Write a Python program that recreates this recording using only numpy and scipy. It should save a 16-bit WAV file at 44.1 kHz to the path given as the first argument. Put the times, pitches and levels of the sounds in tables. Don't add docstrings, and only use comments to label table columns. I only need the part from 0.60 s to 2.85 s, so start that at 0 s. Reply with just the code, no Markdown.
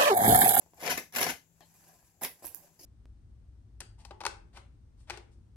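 import sys
import numpy as np
from scipy import signal
from scipy.fft import rfft, irfft
from scipy.io import wavfile

SR = 44100
rng = np.random.default_rng(int(sys.argv[2]) if len(sys.argv) > 2 else 0)


def transcribe(u):
    v = np.clip(np.atleast_2d(u).T, -1, 1)
    q = np.round(v * 32767).astype(np.int16)
    wavfile.write(sys.argv[1], SR, q)


def gain_from_decibels(decibels):
    exponent = np.asarray(decibels, float) / 20
    return 10 ** exponent


N = 99225


def unit(x):
    return x / np.sqrt(np.mean(x ** 2))


def butter(x, order, hz, kind="low"):
    return signal.lfilter(*signal.butter(order, hz, kind, fs=SR), x)


def convolve(x, response):
    return signal.fftconvolve(x, response)[:N]


def colour(x, table):
    hz, db = np.array(table).T
    grid_hz = np.arange(1025) * SR / 2048
    log_gain = np.interp(np.log(grid_hz + 1), np.log(hz), db) * np.log(10) / 20
    cepstrum = irfft(log_gain)
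    cepstrum[1:1024] = 2 * cepstrum[1:1024]
    cepstrum[1025:] = 0
    return convolve(x, irfft(np.exp(rfft(cepstrum))))


def walk(rate_hz):
    return unit(butter(rng.standard_normal(N), 2, rate_hz))


def clicks(per_s, spread_db):
    chance, side, size = rng.random((3, N))
    happens = chance < per_s / SR
    return unit(happens * np.sign(side - .5) * gain_from_decibels(-spread_db * np.log(1 - size)))


def spikes(table, gain_db):
    out = np.zeros(N)
    np.add.at(out, (np.array(table)[:, 0] * SR).astype(int), gain_from_decibels(gain_db))
    return out


def ring(modes, flip=-1, shift=1):
    t = np.arange(8192) / SR
    response = np.zeros(len(t))
    for k, (hz, db, t60) in enumerate(modes):
        decay = np.exp(-np.log(1000) * t / t60) / np.sqrt(t60)
        response += flip ** k * gain_from_decibels(db) * np.sin(2 * np.pi * hz * shift * t) * decay
    return response / np.sqrt(np.sum(response ** 2))


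# frequency in Hz, level in dB, t60 in seconds.
BOX_MODES = [(170.2, -2.5, 0.2), (263, -8, 0.11), (353.6, -3.5, 0.07), (423, -2, 0.025), (486.3, 1, 0.11),
             (584.3, 0, 0.084), (679, 4.5, 0.042), (743, 6, 0.011), (872, 1.5, 0.025), (1022, -13.5, 0.095),
             (1094, -11, 0.0054)]
# frequency in Hz, level in dB, t60 in seconds.
FACE_MODES = [(1613, 6, 0.016), (1609, 7.5, 0.0069), (1998, -1.5, 0.083), (2290, 2.5, 0.0018),
              (3116, -0.5, 0.014), (3900, 1, 0.00099), (4505, 2.5, 0.0052), (5890, 4.5, 0.0026),
              (6200, -7, 0.0067)]


def bodies(box, face, film, modes=FACE_MODES, flip=-1, shift=1):
    bright = butter(film, 1, 5300, "high")
    hollow = butter(convolve(box, ring(BOX_MODES, flip, shift)), 2, 152, "high")
    return hollow + convolve(face, ring(modes, shift=shift)) + bright


def rubbing(table, force, box_db, face_db, film_db, modes=FACE_MODES, shift=1):
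    s, *columns = np.array(table).T
    t = np.arange(N) / SR
    pull, press, film = (np.interp(t, s, column, -200, -200) for column in columns)
    f = force * gain_from_decibels(pull)
    return bodies(f * gain_from_decibels(press + box_db), f * gain_from_decibels(face_db), f * gain_from_decibels(film + film_db), modes, shift=shift)


# time in seconds, pull in dB, pressure on the box in dB, film stretch in dB.
STROKES = [
    [(.18, -70.5, -4, -7), (.208, -52, -5, -5.5), (.234, -42, 6, -7), (.292, -35, 1.5, -25.5),
     (.304, -25.5, -16, -5.5), (.328, -37, 1, -15.5), (.335, -47, -12, -10), (.36, -44, -3, -8)],
    [(.366, -57.5, -9, -8), (.374, -36, 14, -5), (.379, -33, -27, -13), (.385, -44, -14, -12),
     (.392, -43, -11, -6.5), (.4, -52, -4, -11)],
    [(.523, -55.5, -2, -3), (.555, -41, -4, -7), (.561, -35, 2, -1), (.568, -35, -4.5, 5),
     (.578, -45, 8, -9.5)],
    [(.582, -49, 3, -10), (.585, -25, -3.5, -4), (.591, -30.5, -3, -6.5), (.596, -34, -11, -7)],
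    [(.603, -36, 10.5, 8.5), (.609, -27, -7.5, -2.5), (.616, -33, -4, -0.5), (.629, -29, -2.5, -13.5),
     (.639, -39.5, -10.5, -11), (.644, -31, -2.5, -4), (.66, -54, 0, -11)],
    [(.665, -30.5, 6, -27), (.685, -42.5, -11.5, -1), (.693, -29.5, -2.5, -20), (.71, -36, -3, -2),
     (.718, -57, -3.5, -22.5)],
    [(1.611, -53, 16.5, 4), (1.622, -54, 14, 14), (1.632, -40.5, 5, 7.5), (1.641, -48, -6, 10),
     (1.648, -37, 0.5, -1), (1.655, -42.5, -5, -30), (1.67, -58, -18, -9)],
]
STROKE_SHIFTS = [1.001, 1.04, .97, 1.02, .99, 1.03, .96]


def tape():
    jerks = gain_from_decibels(3 * walk(200))
    force = clicks(per_s=6000, spread_db=2.8) * jerks
    return sum(rubbing(stroke, force, box_db=-5, face_db=-2.5, film_db=-6, shift=shift)
               for stroke, shift in zip(STROKES, STROKE_SHIFTS))


# time in seconds, level in dB, pressure in dB.
SLIDE = [(0, -68, 18.5), (.1, -80.5, 7), (.2, -60, 18.5), (.85, -100.5, 2.5), (.99, -72.5, 8.5),
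         (1.02, -73, -10), (1.1, -70, -5), (1.15, -69.5, -13), (1.28, -66, 11.5), (1.37, -71, 8),
         (1.48, -71, -12), (1.56, -81, 16.5), (1.75, -70, 7.5), (1.93, -64.5, 7.5), (2.04, -67, 13),
         (2.1, -76, 12), (2.17, -74, -13), (2.25, -81, 4)]
# time in seconds, level in dB, pressure in dB, film in dB.
SCRAPES = [
    [(1.818, -81, 30.5, -9), (1.826, -67, 23, 10), (1.845, -55, 5, 4), (1.88, -60.5, -24, 16),
     (1.91, -86, -16, 26)],
    [(1.14, -72, 0, 7), (1.2, -75.5, -4, -2), (1.28, -78.5, -1, 0), (1.36, -78, 6, -8)],
    [(2.032, -82, -13, 14), (2.08, -67, -7, -4)],
]
# frequency in Hz, level in dB, t60 in seconds.
FIBRE_MODES = [(323, -6, 0.068), (916, -3, 0.012), (1592, -4, 0.0071), (2590, -8.5, 0.0051),
               (4770, 2, 0.0036), (5370, 3.5, 0.0014), (6200, 4, 0.0034), (7800, 0.5, 0.0028)]
# time in seconds, level in dB, pressure in dB, film in dB.
FLEX = [(1.007, -58.5, 9.5, -20.5), (1.016, -64.5, 12.5, -25), (1.026, -60.5, 17.5, -27),
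        (1.035, -64.5, 3, -23), (1.05, -76, -2, -20)]
# frequency in Hz, level in dB, t60 in seconds.
FLAP_MODES = [(1810, -5, 0.0075), (3100, -1.5, 0.0089), (4230, -1, 0.0041), (6800, -8, 0.0037)]
# time in seconds, level in dB, pressure in dB, film in dB.
NAIL_DRAG = [(2.19, -66, -2, -4), (2.194, -50, -9, -3.5), (2.21, -56, -8, 1.5), (2.225, -59, 2, 5.5),
             (2.25, -55, -11, 5)]
# frequency in Hz, level in dB, t60 in seconds.
EDGE_MODES = [(353, 4, 0.021), (2600, -9.5, .006), (4420, 0, 0.0066), (5240, 5, 0.0033), (5930, 5, 0.0045),
              (6430, 5.5, 0.0036), (7300, -6, .002)]


def slide():
    force = clicks(per_s=14000, spread_db=1.7) * gain_from_decibels(1.8 * walk(29))
    hand = np.c_[SLIDE, np.zeros(len(SLIDE))]
    parts = [(movement, FIBRE_MODES) for movement in [hand] + SCRAPES]
    parts += [(FLEX, FLAP_MODES), (NAIL_DRAG, EDGE_MODES)]
    return sum(rubbing(movement, force, -14.5, -3.16, -9.5, modes) for movement, modes in parts)


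# time in seconds, level in dB, sharpness in dB.
TAPS = [(0.018, -50.5, 3), (0.062, -47.5, -24), (0.135, -45.5, -5.5), (0.185, -48, -16),
        (.226, -29.5, -22.5), (0.238, -29, -14), (0.378, -29, -19), (0.666, -22.5, -22), (0.689, -36.5, 5),
        (0.7, -25, -24), (1.0067, -47, 1), (1.0095, -49, -10.5), (1.427, -56, -26.5), (1.615, -38.5, -13.5),
        (1.62, -27.5, -19), (1.6241, -31, -19), (1.651, -38, -10), (1.824, -41, -23), (1.8445, -33.5, -10),
        (2.195, -50.5, -20), (.251, -25.5, -20), (.273, -52, -15), (.59, -39, -8), (.61, -24, -20.5),
        (.727, -62, -19)]


def taps():
    _, db, sharp = np.array(TAPS).T
    return bodies(spikes(TAPS, db + 12.5), spikes(TAPS, db + sharp + 1.0), np.zeros(N), flip=0.87)


# time in seconds, level in dB, board share in dB.
SNAPS = [(.1442, -53, -15), (.3778, -29, -4), (.524, -54, -6), (.557, -46, -4), (.609, -30, -6),
         (1.0065, -58, 2), (.2213, -48, -20), (.3021, -36, -6), (.328, -36, -2), (.5842, -38, -6),
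         (.63, -36, -2), (1.632, -40, -16), (1.141, -61, -8), (1.428, -64, -6), (2.036, -55, -8),
         (1.6186, -37, -16), (1.6232, -36, -14), (1.6456, -30, -18), (1.6476, -27, -18), (1.8523, -31, -28),
         (1.8595, -30, -28), (1.8681, -29, -20), (1.9466, -25, -20), (1.956, -42, -25), (.1092, -60, -20),
         (1.22, -62, -10), (1.28, -61, -10), (1.391, -68, 4), (.704, -38, 2), (.709, -36, 2)]


def snaps():
    decay = np.exp(-np.arange(128) / SR / .0004)
    film = np.zeros(N)
    for s, db, _ in SNAPS:
        crack = rng.standard_normal(128) * decay
        film[int(s * SR):][:128] += gain_from_decibels(db + 12) * crack / np.sqrt(np.sum(crack ** 2))
    film = butter(film, 3, 7500, "high")
    board = spikes(SNAPS, np.array(SNAPS)[:, 1:].sum(axis=1) + 14)
    return film + bodies(np.zeros(N), board, np.zeros(N), FIBRE_MODES)


# time in seconds, level in dB, frequency in Hz.
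BUMPS = [(0.324, -45.5, 63.5), (0.681, -47.5, 84), (0.718, -51, 71), (.04, -62, 59.7), (.17, -57, 70),
         (1.439, -56, 52.3), (1.857, -49.5, 55)]


def bumps():
    t = np.arange(N) / SR
    return sum(gain_from_decibels(db) * np.exp(-((t - s) / 0.016) ** 2) * np.sin(2 * np.pi * hz * (t - s))
               for s, db, hz in BUMPS)


def echoes(scatter_db):
    gap_s, t60_low_s, t60_high_s = 0.0086, 0.17, 0.23
    t = np.arange(SR // 3) / SR
    noise = rng.standard_normal((2, len(t)))
    noise[1] += butter(noise[0] - noise[1], 1, 900)
    low = butter(noise, 1, 1660)
    tail = low * gain_from_decibels(-60 * t / t60_low_s) + (noise - low) * gain_from_decibels(-60 * t / t60_high_s)
    tail = tail * np.clip(2 * t / gap_s - 1, 0, 1) ** 2
    early = butter(noise * np.exp(-t / 0.0038), 2, 454, "high")
    return sum(part * gain_from_decibels(db) / np.sqrt(np.sum(part ** 2) / 2)
               for part, db in ((tail, -3.5), (early, scatter_db)))


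def room(x, scatter_db):
    places, move_s = 8, .012
    place = np.arange(N) / SR / move_s % places
    wet = np.zeros((2, N))
    for k in range(places):
        distance = np.abs((place - k + places / 2) % places - places / 2)
        near = np.clip(1 - distance, 0, 1)
        wet += signal.fftconvolve((x * np.sqrt(near))[None], echoes(scatter_db), axes=1)[:, :N]
    return wet


# frequency in Hz, level in dB per Hz.
HISS_LEFT = [(30, -103), (80, -87.5), (500, -106), (1200, -116), (5200, -118), (7400, -101), (8600, -123),
             (12000, -117)]
HISS_RIGHT = [(30, -106), (80, -94), (500, -110), (1200, -119), (4000, -122), (8200, -130), (11500, -113),
              (15000, -117)]


def hiss():
    left, right, source = rng.standard_normal((3, N)) * np.sqrt(SR / 2) * gain_from_decibels(.8 * walk(6))
    low_left, low_right = butter([left, right], 1, 900)
    hum_hz, hum_width_hz = 164.5, 1.8
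    hum = signal.lfilter(*signal.iirpeak(hum_hz, hum_hz / hum_width_hz, fs=SR), source)
    hum = gain_from_decibels(-70) * unit(hum)
    right = low_left + right - low_right
    return np.array([colour(left, HISS_LEFT) + hum, colour(right, HISS_RIGHT) + 0.32 * hum])


# time in seconds, lag of the left port in seconds.
LEFT_LAG = [(.8, .0002), (1., 0)]
# frequency in Hz, width in Hz, depth from 0 to 1.
SHELL_DIPS = [(1346, 520, 0.57), (7890, 470, 0)]
# frequency in Hz, gain in dB.
PORT_LEFT = [(100, -2.5), (400, -0.5), (1500, 7), (5800, 2), (7600, 3), (8800, -5.5), (12000, -10),
             (15500, -16.5)]
PORT_RIGHT = [(100, -8), (400, -1.5), (1500, -2.5), (5000, -6.5), (8000, -8.5), (10500, 14), (12500, 12.5),
              (15500, 4)]


def scene():
    rub = tape() + slide() + taps() + bumps()
    crack = snaps()
    direct = rub + crack
    n = np.arange(N)
    lag = np.round(SR * np.interp(n / SR, *np.array(LEFT_LAG).T)).astype(int)
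    late = direct[np.clip(n - lag, 0, N)]
    air = np.array([late, direct]) + room(rub, -2.5) + .7 * room(crack, -7)
    for hz, width, depth in SHELL_DIPS:
        air = air - min(depth, 1) * signal.lfilter(*signal.iirpeak(hz, hz / width, fs=SR), air)
    air = butter(air, 2, 45, "high")
    return np.array([colour(air[0], PORT_LEFT), colour(air[1], PORT_RIGHT)]) + hiss()


def roll_off(x):
    return signal.sosfilt(signal.butter(12, 16810, fs=SR, output="sos"), x)


def record(dry):
    ceiling = .3
    rounded = ceiling * np.tanh(dry / ceiling)
    top_cut = signal.ellip(12, .3, 80, 15800, fs=SR, output="sos")
    return roll_off(signal.sosfilt(top_cut, rounded))


dry = scene()
out = record(dry)
transcribe(out)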